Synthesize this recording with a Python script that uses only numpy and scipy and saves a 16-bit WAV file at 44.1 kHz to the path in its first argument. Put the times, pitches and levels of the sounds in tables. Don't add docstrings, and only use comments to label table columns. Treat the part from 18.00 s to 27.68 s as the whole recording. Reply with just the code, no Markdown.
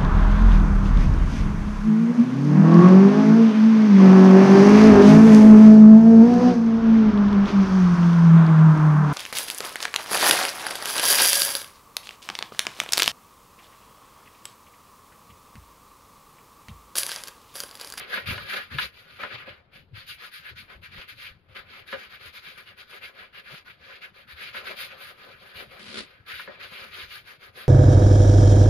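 import sys
import numpy as np
from scipy import signal
from scipy.fft import rfft, irfft, next_fast_len
from scipy.io import wavfile

SR = 44100
rng = np.random.default_rng(int(sys.argv[2]) if len(sys.argv) > 2 else 0)


def digitize_waveform(pressure):
    field = np.atleast_2d(pressure).T
    bounded = np.clip(field, -1, 1)
    quanta = np.round(bounded * 32767).astype(np.int16)
    wavfile.write(sys.argv[1], SR, quanta)


N = 426888
STEP_SAMPLES = 64
BANDS_PER_OCTAVE = 1.5

# start in seconds, length in seconds, level at full speed in dB,
# fastest point as share of length (0-1), extra treble in dB.
STROKES = [(-0.044, 0.11, -38, 0.45, -0.5), (0.087, 0.14, -34, 0.56, 2.5), (0.262, 0.11, -30.5, 0.4, 6.5),
           (0.367, 0.26, -43.5, 0, 5), (0.474, 0.15, -33, 0.59, 4), (0.704, 0.081, -40.5, 0.63, 0.5),
           (0.777, 0.1, -34.5, 0.64, 6.5), (0.926, 0.15, -52, 0.53, 7.5), (1.037, 0.21, -51, 1, 3),
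           (1.191, 0.14, -38, 0.2, -4), (1.293, 0.088, -40, 0.66, -5.5), (1.367, 0.077, -41, 0.57, -5),
           (1.451, 0.12, -46, 0.31, -5.5), (1.721, 0.097, -49, 0.53, 1), (1.945, 0.11, -44, 0.57, 2),
           (2.068, 0.09, -41, 0.56, 10.5), (2.185, 0.11, -40.5, 0.7, 1.5), (2.316, 0.099, -42.5, 0.5, 8.5),
           (2.429, 0.1, -42, 0.68, -0.5), (2.558, 0.086, -44, 0.46, 5.5), (2.68, 0.096, -48, 0.57, -0.5),
           (2.818, 0.074, -47, 0.6, 4), (2.908, 0.15, -43, 0.74, -0.5), (3.077, 0.073, -44.5, 0.43, 7),
           (3.177, 0.13, -40.5, 0.63, 3), (3.483, 0.079, -58, 0.5, -0.5), (3.547, 0.076, -41.5, 0.4, -0.5),
           (3.667, 0.17, -47, 0.72, -0.5), (3.866, 0.097, -44, 0.6, 5.0), (3.91, 0.17, -45, 0.75, 1),
           (4.092, 0.09, -46.5, 0.58, 4), (4.201, 0.11, -42, 0.77, 3.5), (4.326, 0.087, -44.5, 0.6, 7),
           (4.421, 0.14, -44, 0.46, 4.5), (4.571, 0.067, -43.5, 0.3, 4), (4.651, 0.095, -49.5, 0.55, 1.5),
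           (4.771, 0.071, -45, 0.52, 5), (4.879, 0.12, -45.5, 0.8, 4), (5.01, 0.096, -42.5, 0.52, 3.5),
           (5.141, 0.14, -47.5, 0.64, -1.5), (5.331, 0.089, -46, 0.7, 1), (5.445, 0.17, -44.5, 0.79, 2),
           (5.65, 0.092, -47.5, 0.55, 1.5), (5.799, 0.2, -46.5, 0.82, -2.5),
           (6.011, 0.071, -41.5, 0.4, 0.5), (6.137, 0.12, -51.5, 0.63, 2), (6.277, 0.07, -43.5, 0.68, 3),
           (6.363, 0.16, -39.5, 0.72, 1), (6.534, 0.095, -36, 0.44, 0), (6.635, 0.11, -38.5, 0.66, 4),
           (6.761, 0.12, -36.5, 0.6, 9.5), (6.9, 0.089, -46.5, 0.22, 1), (6.969, 0.17, -45.5, 0.72, 9.5),
           (7.161, 0.24, -50.5, 0.66, 4), (7.372, 0.19, -54.5, 0.74, 7.5), (7.542, 0.11, -43.5, 0.52, 8),
           (7.686, 0.38, -50.5, 0.13, 3.5), (8.028, 0.18, -56, 0.45, -1.5), (8.269, 0.071, -38, 0.78, 2.5),
           (8.317, 0.14, -39, 0.53, 4.5), (8.467, 0.14, -48, 0.38, -7.5), (8.594, 0.12, -41.5, 0.4, 0),
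           (8.696, 0.2, -41, 0.68, 4), (8.912, 0.16, -41, 0.74, 5), (9.089, 0.12, -41, 0.64, 8.5),
           (9.248, 0.11, -45.5, 0.64, 5), (9.402, 0.097, -47.5, 0.6, 5.5), (9.548, 0.12, -44.5, 0.7, 8.5)]
# time in seconds, extra level in dB.
GRIP_BODY = [(0, 9), (.6, 6), (1.0, 6), (1.5, 2.5), (2.0, -1), (2.62, -5), (2.72, 9.5), (2.85, -1.5),
             (3.2, -3), (3.7, 5.5), (4.2, 2), (5.1, 5), (6.0, 1), (6.42, -2), (6.65, 9.5), (7.6, 14),
             (8.3, -0.5), (9.68, 12)]
EDGE_DB = -12
REST_DB = -73.5
USUAL_STROKE_DB = -41
RISE_SQUARENESS, FALL_SQUARENESS = 4.0, 1.2
TREBLE_DB_PER_SLACK_DB = 0.052
BODY_DB_PER_SLACK_DB, BODY_DB_PER_FORCE_DB, BODY_DB_PER_TREBLE_DB = 0.35, 0.2, 0.78


def stroke_levels():
    start_s, length_s, top_db, fastest, treble_db = np.transpose(STROKES)
    t = coarse_time()
    fastest = np.clip(fastest, .1, .9)
    from_top = (t[:, None] - start_s) / length_s - fastest
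    rising = from_top < 0
    off_top = np.where(rising, -from_top / fastest, from_top / (1 - fastest))
    squareness = np.where(rising, RISE_SQUARENESS, FALL_SQUARENESS)
    dome_db = np.maximum(top_db + EDGE_DB * off_top ** squareness, -120)
    power = from_db(2 * dome_db)
    total_power = power.sum(axis=1)
    level_db = 10 * np.log10(total_power + from_db(2 * REST_DB))

    top_db = power @ top_db / total_power
    treble_db = power @ treble_db / total_power
    slack_db = level_db - top_db
    body_db = np.interp(t, *np.transpose(GRIP_BODY))
    body_db = body_db - BODY_DB_PER_SLACK_DB * slack_db
    body_db = body_db - BODY_DB_PER_FORCE_DB * (top_db - USUAL_STROKE_DB)
    body_db = body_db - BODY_DB_PER_TREBLE_DB * treble_db
    return level_db, treble_db + TREBLE_DB_PER_SLACK_DB * slack_db, body_db


def grains(per_s, spread_db):
    sizes_db = spread_db * np.minimum(rng.exponential(1, (2, N)), 4)
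    sizes = from_db(sizes_db) * rng.choice([-1, 1], (2, N))
    return rms_one(sizes * (rng.random((2, N)) < per_s / SR))


# frequency in Hz, width in Hz, level in dB.
HANDLE_MODES = [(540, 33, 1.5), (602, 17.5, -3.5), (1303, 94, -7.5), (1469, 33, 5), (1616, 110, -0.5),
                (1883, 10, 3.5), (2344, 33, -7), (2910, 75, 5)]


def handle(x, own_gain):
    rung = 0
    for k, (hz, width_hz, level_db) in enumerate(HANDLE_MODES):
        rung = rung + (-1) ** k * from_db(level_db) * own_gain() * resonate(x, hz, width_hz)
    return rung


# frequency in Hz, density in dB per Hz.
GRIT_SPECTRUM = [(100, -41), (190, -15.5), (310, -16.5), (420, -7.5), (600, -8), (850, -12.5), (1400, 2),
                 (2500, 4), (4800, -5), (5700, -23), (6800, -20.5), (7500, -45), (8800, -32.5),
                 (10000, -17.5), (15800, -24)]


def sanding():
    level_db, treble_db, body_db = stroke_levels()
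    level_db = level_db + 1.03 * drift(45.5)
    body_db = body_db + 2.5 * drift(14.7)
    shower = grains(per_s=6000, spread_db=1.5)

    def band_db(hz):
        treble_share = np.interp(np.log(hz), np.log([2500, 10000]), [0, 1])
        body_share = np.interp(np.log(hz), np.log([700, 1900]), [1, 0])
        flicker_db = 1.59 * drift(19.0) + 0.92 * drift(8.5)
        return level_db + treble_share * treble_db + body_share * body_db + flicker_db

    rung = handle(shower, lambda: gain_of(4 * drift(6)))
    return in_bands(shower + 0.76 * rung, GRIT_SPECTRUM, band_db, top_hz=15000)


# time in seconds, peak of the wood band in dB,
# crack in dB re that peak, thud in dB re that peak, rattle decay in seconds.
KNOCKS = [(.1745, -19, -8, -14, .006), (.379, -24, -5, -16, .006), (.785, -15.5, -1, -30, .014),
          (1.235, -19, -8, -14, .014), (1.474, -41, -20, 6, .015), (3.9275, -20, -8, -8, .026),
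          (6.546, -29, -10, -8, .016), (8.396, -27, -5, -26, .005), (8.476, -30, -26, -5, .014)]


def knocks():
    length = 6000
    out = np.zeros((2, N))
    t = np.arange(length) / SR
    crack, wood, palm = (signal.butter(3, edges_hz, "band", fs=SR, output="sos")
                         for edges_hz in ([2100, 3800], [950, 2200], [190, 950]))
    for start_s, peak_db, crack_db, thud_db, rattle_s in KNOCKS:
        bounce = rattle_s / .05 * np.exp(-np.abs(t - .013) / .002)
        contact = .5 * np.exp(-t / rattle_s) + bounce
        noise = rng.standard_normal((2, length)) * contact
        rattle = np.array([noise[0], 0.14 * noise[0] + 1.3 * noise[1]])
        rattle[:, [0, 112]] += [-12, 10]
        rung = .7 * rattle + 1.6 * handle(rattle, lambda: from_db(rng.normal(0, 2)))
        at = round(start_s * SR)
        for band, level_db in ((crack, crack_db), (wood, 0), (palm, thud_db)):
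            part = signal.sosfilt(band, rung)
            if band is palm:
                part = part * (1 - np.exp(-t / .005))
            out[:, at:at + length] += from_db(peak_db + level_db) * part / np.abs(part).max()
    return out * from_db([[1.5], [-1.5]])


# time in seconds, level in dB.
DRAG_LEVEL = [(7.77, -72), (7.8, -46.5), (7.845, -48.5), (7.88, -42.5), (7.95, -41), (7.99, -32.5),
              (8.05, -51.5), (8.09, -80)]
# frequency in Hz, density in dB per Hz.
DRAG_SPECTRUM = [(110, -22), (220, 3.5), (588, -4), (815, -15), (1330, -0.5), (2550, 0.5), (4600, 0),
                 (6000, -14), (8000, -17.5), (10400, -12), (13000, -50)]


def drag():
    at = np.cumsum(rng.uniform(.008, .018, N // 300) * SR).astype(int)
    at = at[at < N]
    slips = np.zeros(N)
    slips[at] = from_db(rng.normal(0, 3, len(at)))
    jerks = .5 + signal.lfilter([1], [1, -np.exp(-1 / (.003 * SR))], slips)
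    both, hz, size = at_ports(rng.standard_normal((2, N)) * jerks, DRAG_SPECTRUM)
    level_db = np.interp(coarse_time(), *np.transpose(DRAG_LEVEL), left=-120, right=-120)
    return irfft(both, size)[:, :N] * gain_of(level_db)


# time in seconds, level in dB.
RUMBLE_LEVEL = [(0.0, -64), (0.24, -54), (0.29, -34.5), (0.48, -54.5), (0.7, -60), (0.75, -37.5),
                (0.91, -60.5), (1.91, -55.5), (2.48, -65), (2.53, -54.5), (4.77, -63.5), (7.84, -60.5),
                (9.68, -61.5)]
# frequency in Hz, density in dB per Hz.
SHAKE_SPECTRUM = [(15, -11), (45, -8), (90, 3), (140, -3), (200, -7), (330, -18)]


def shaking():
    level_db = np.interp(coarse_time(), *np.transpose(RUMBLE_LEVEL)) + 3.0 * drift(14)
    noise = rng.standard_normal((2, N))
    return in_bands(noise, SHAKE_SPECTRUM, lambda hz: level_db + 5.7 * drift(21), top_hz=300)


# time in seconds, peak in dB (mean of both channels),
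# starting pitch in Hz.
THUMPS = [(0.271, -34.5, 101), (0.349, -43, 98), (0.743, -33, 140), (1.338, -44, 123), (1.91, -49.5, 132),
          (2.513, -48, 115), (6.329, -47.5, 73.5)]
THUMP_T60_S, THUMP_ATTACK_S = 0.14, 0.0068
THUMP_SAG_PER_S = 0.64


def thumps():
    out = np.zeros((2, N))
    t = np.arange(12000) / SR
    envelope = (1 - np.exp(-t / THUMP_ATTACK_S)) * from_db(-60 * t / THUMP_T60_S)
    for start_s, peak_db, hz in THUMPS:
        cycles = hz * t * (1 - THUMP_SAG_PER_S * t / 2)
        thump = envelope * np.sin(2 * np.pi * cycles)
        at = round(start_s * SR)
        out[:, at:at + len(t)] += from_db(peak_db) * thump / np.abs(thump).max() * from_db([[2.2], [-2.2]])
    return out


ROOM_T60_S, ROOM_DB = 0.043, -8.5


def room(x):
    t = np.arange(SR // 2) / SR
    tail = rng.standard_normal((2, len(t))) * from_db(-60 * t / ROOM_T60_S) * (t > .004)
    tail = signal.lfilter([1], [1, -.6], tail)
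    tail = tail / np.sqrt(np.sum(tail ** 2, axis=1, keepdims=True))
    return from_db(ROOM_DB) * signal.fftconvolve(x, tail, axes=1)[:, :N]


# frequency in Hz, density in dB per Hz.
AIR_SPECTRUM = [(200, -12.5), (900, -16), (5000, -38), (5600, -62)]
AIR_DB = -70


def room_tone():
    air, hz, size = at_ports(rng.standard_normal((2, N)), AIR_SPECTRUM)
    return from_db(AIR_DB) * irfft(air, size)[:, :N]


def from_db(db):
    return 10 ** (np.asarray(db) / 20)


def rms_one(x):
    return x / np.sqrt(np.mean(x ** 2) + 1e-20)


def at_hz(points, hz, axis=1):
    points = np.array(points)
    return np.interp(np.log(hz), np.log(points[:, 0]), points[:, axis])


def coarse_time():
    return np.arange(N // STEP_SAMPLES + 2) * STEP_SAMPLES / SR


def gain_of(coarse_db):
    return np.interp(np.arange(N) / SR, coarse_time(), from_db(coarse_db))


def drift(rate_hz):
    r = np.exp(-2 * np.pi * rate_hz * STEP_SAMPLES / SR)
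    settle = 1000
    noise = rng.standard_normal(len(coarse_time()) + settle)
    return rms_one(signal.lfilter([1], [1, -2 * r, r * r], noise)[settle:])


def resonate(x, hz, width_hz):
    r = np.exp(-np.pi * width_hz / SR)
    top = (1 - r * r) / 2
    return signal.lfilter([top, 0, -top], [1, -2 * r * np.cos(2 * np.pi * hz / SR), r * r], x)


# frequency in Hz, share common to both (0-1).
PORT_LIKENESS = [(60, 0.97), (300, 0.8), (1000, 0.58), (4000, 0.3), (12000, 0.13)]
# frequency in Hz, left over right in dB, left's phase lead in radians.
PORT_LEFT_LEAD = [(60, 4.5, 0), (520, 4.5, -.4), (1290, 2.5, .6), (2240, 2, -6.4), (5000, 1.5, -5),
                  (11000, 4, -4)]


def at_ports(pair, spectrum):
    size = next_fast_len(N)
    hz = np.maximum(np.fft.rfftfreq(size, 1 / SR), 1)
    alike = np.clip(at_hz(PORT_LIKENESS, hz), 0, 1)
    half_lead_db = at_hz(PORT_LEFT_LEAD, hz) / 2
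    lead_rad = at_hz(PORT_LEFT_LEAD, hz, axis=2)
    coloured = rfft(pair, size) * from_db(at_hz(spectrum, hz))
    common, apart = coloured * np.sqrt([1 + alike, 1 - alike])
    left = (common + apart) * from_db(half_lead_db)
    right = (common - apart) * from_db(-half_lead_db) * np.exp(-1j * lead_rad)
    both = np.array([left, right])
    return both / np.sqrt(np.sum(np.abs(both) ** 2)) * size, hz, size


def in_bands(pair, spectrum, band_db, top_hz):
    both, hz, size = at_ports(pair, spectrum)
    position = BANDS_PER_OCTAVE * np.log2(hz)
    first = int(BANDS_PER_OCTAVE * np.log2(spectrum[0][0]))
    last = int(BANDS_PER_OCTAVE * np.log2(top_hz)) + 1
    out = np.zeros((2, N))
    for k in range(first, last + 1):
        share = np.cos(np.pi / 2 * np.clip(position - k, -1, 1)) ** 2
        out += irfft(both * share, size)[:, :N] * gain_of(band_db(2 ** (k / BANDS_PER_OCTAVE)))
    return out


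# time in seconds, extra left over right in dB.
LEAN = [(0, -1), (1.5, 1.2), (3.8, 0.4), (9.68, 0)]


def scene():
    half_lean_db = np.interp(coarse_time(), *np.transpose(LEAN)) / 2
    work = sanding() * [gain_of(half_lean_db), gain_of(-half_lean_db)] + knocks() + drag()
    return work + room(work) + shaking() + thumps() + room_tone()


STOPBAND_HZ = 16050


def record(dry):
    return signal.sosfilt(signal.cheby2(16, 70, STOPBAND_HZ, fs=SR, output="sos"), dry)


dry = scene()
out = record(dry)
digitize_waveform(out)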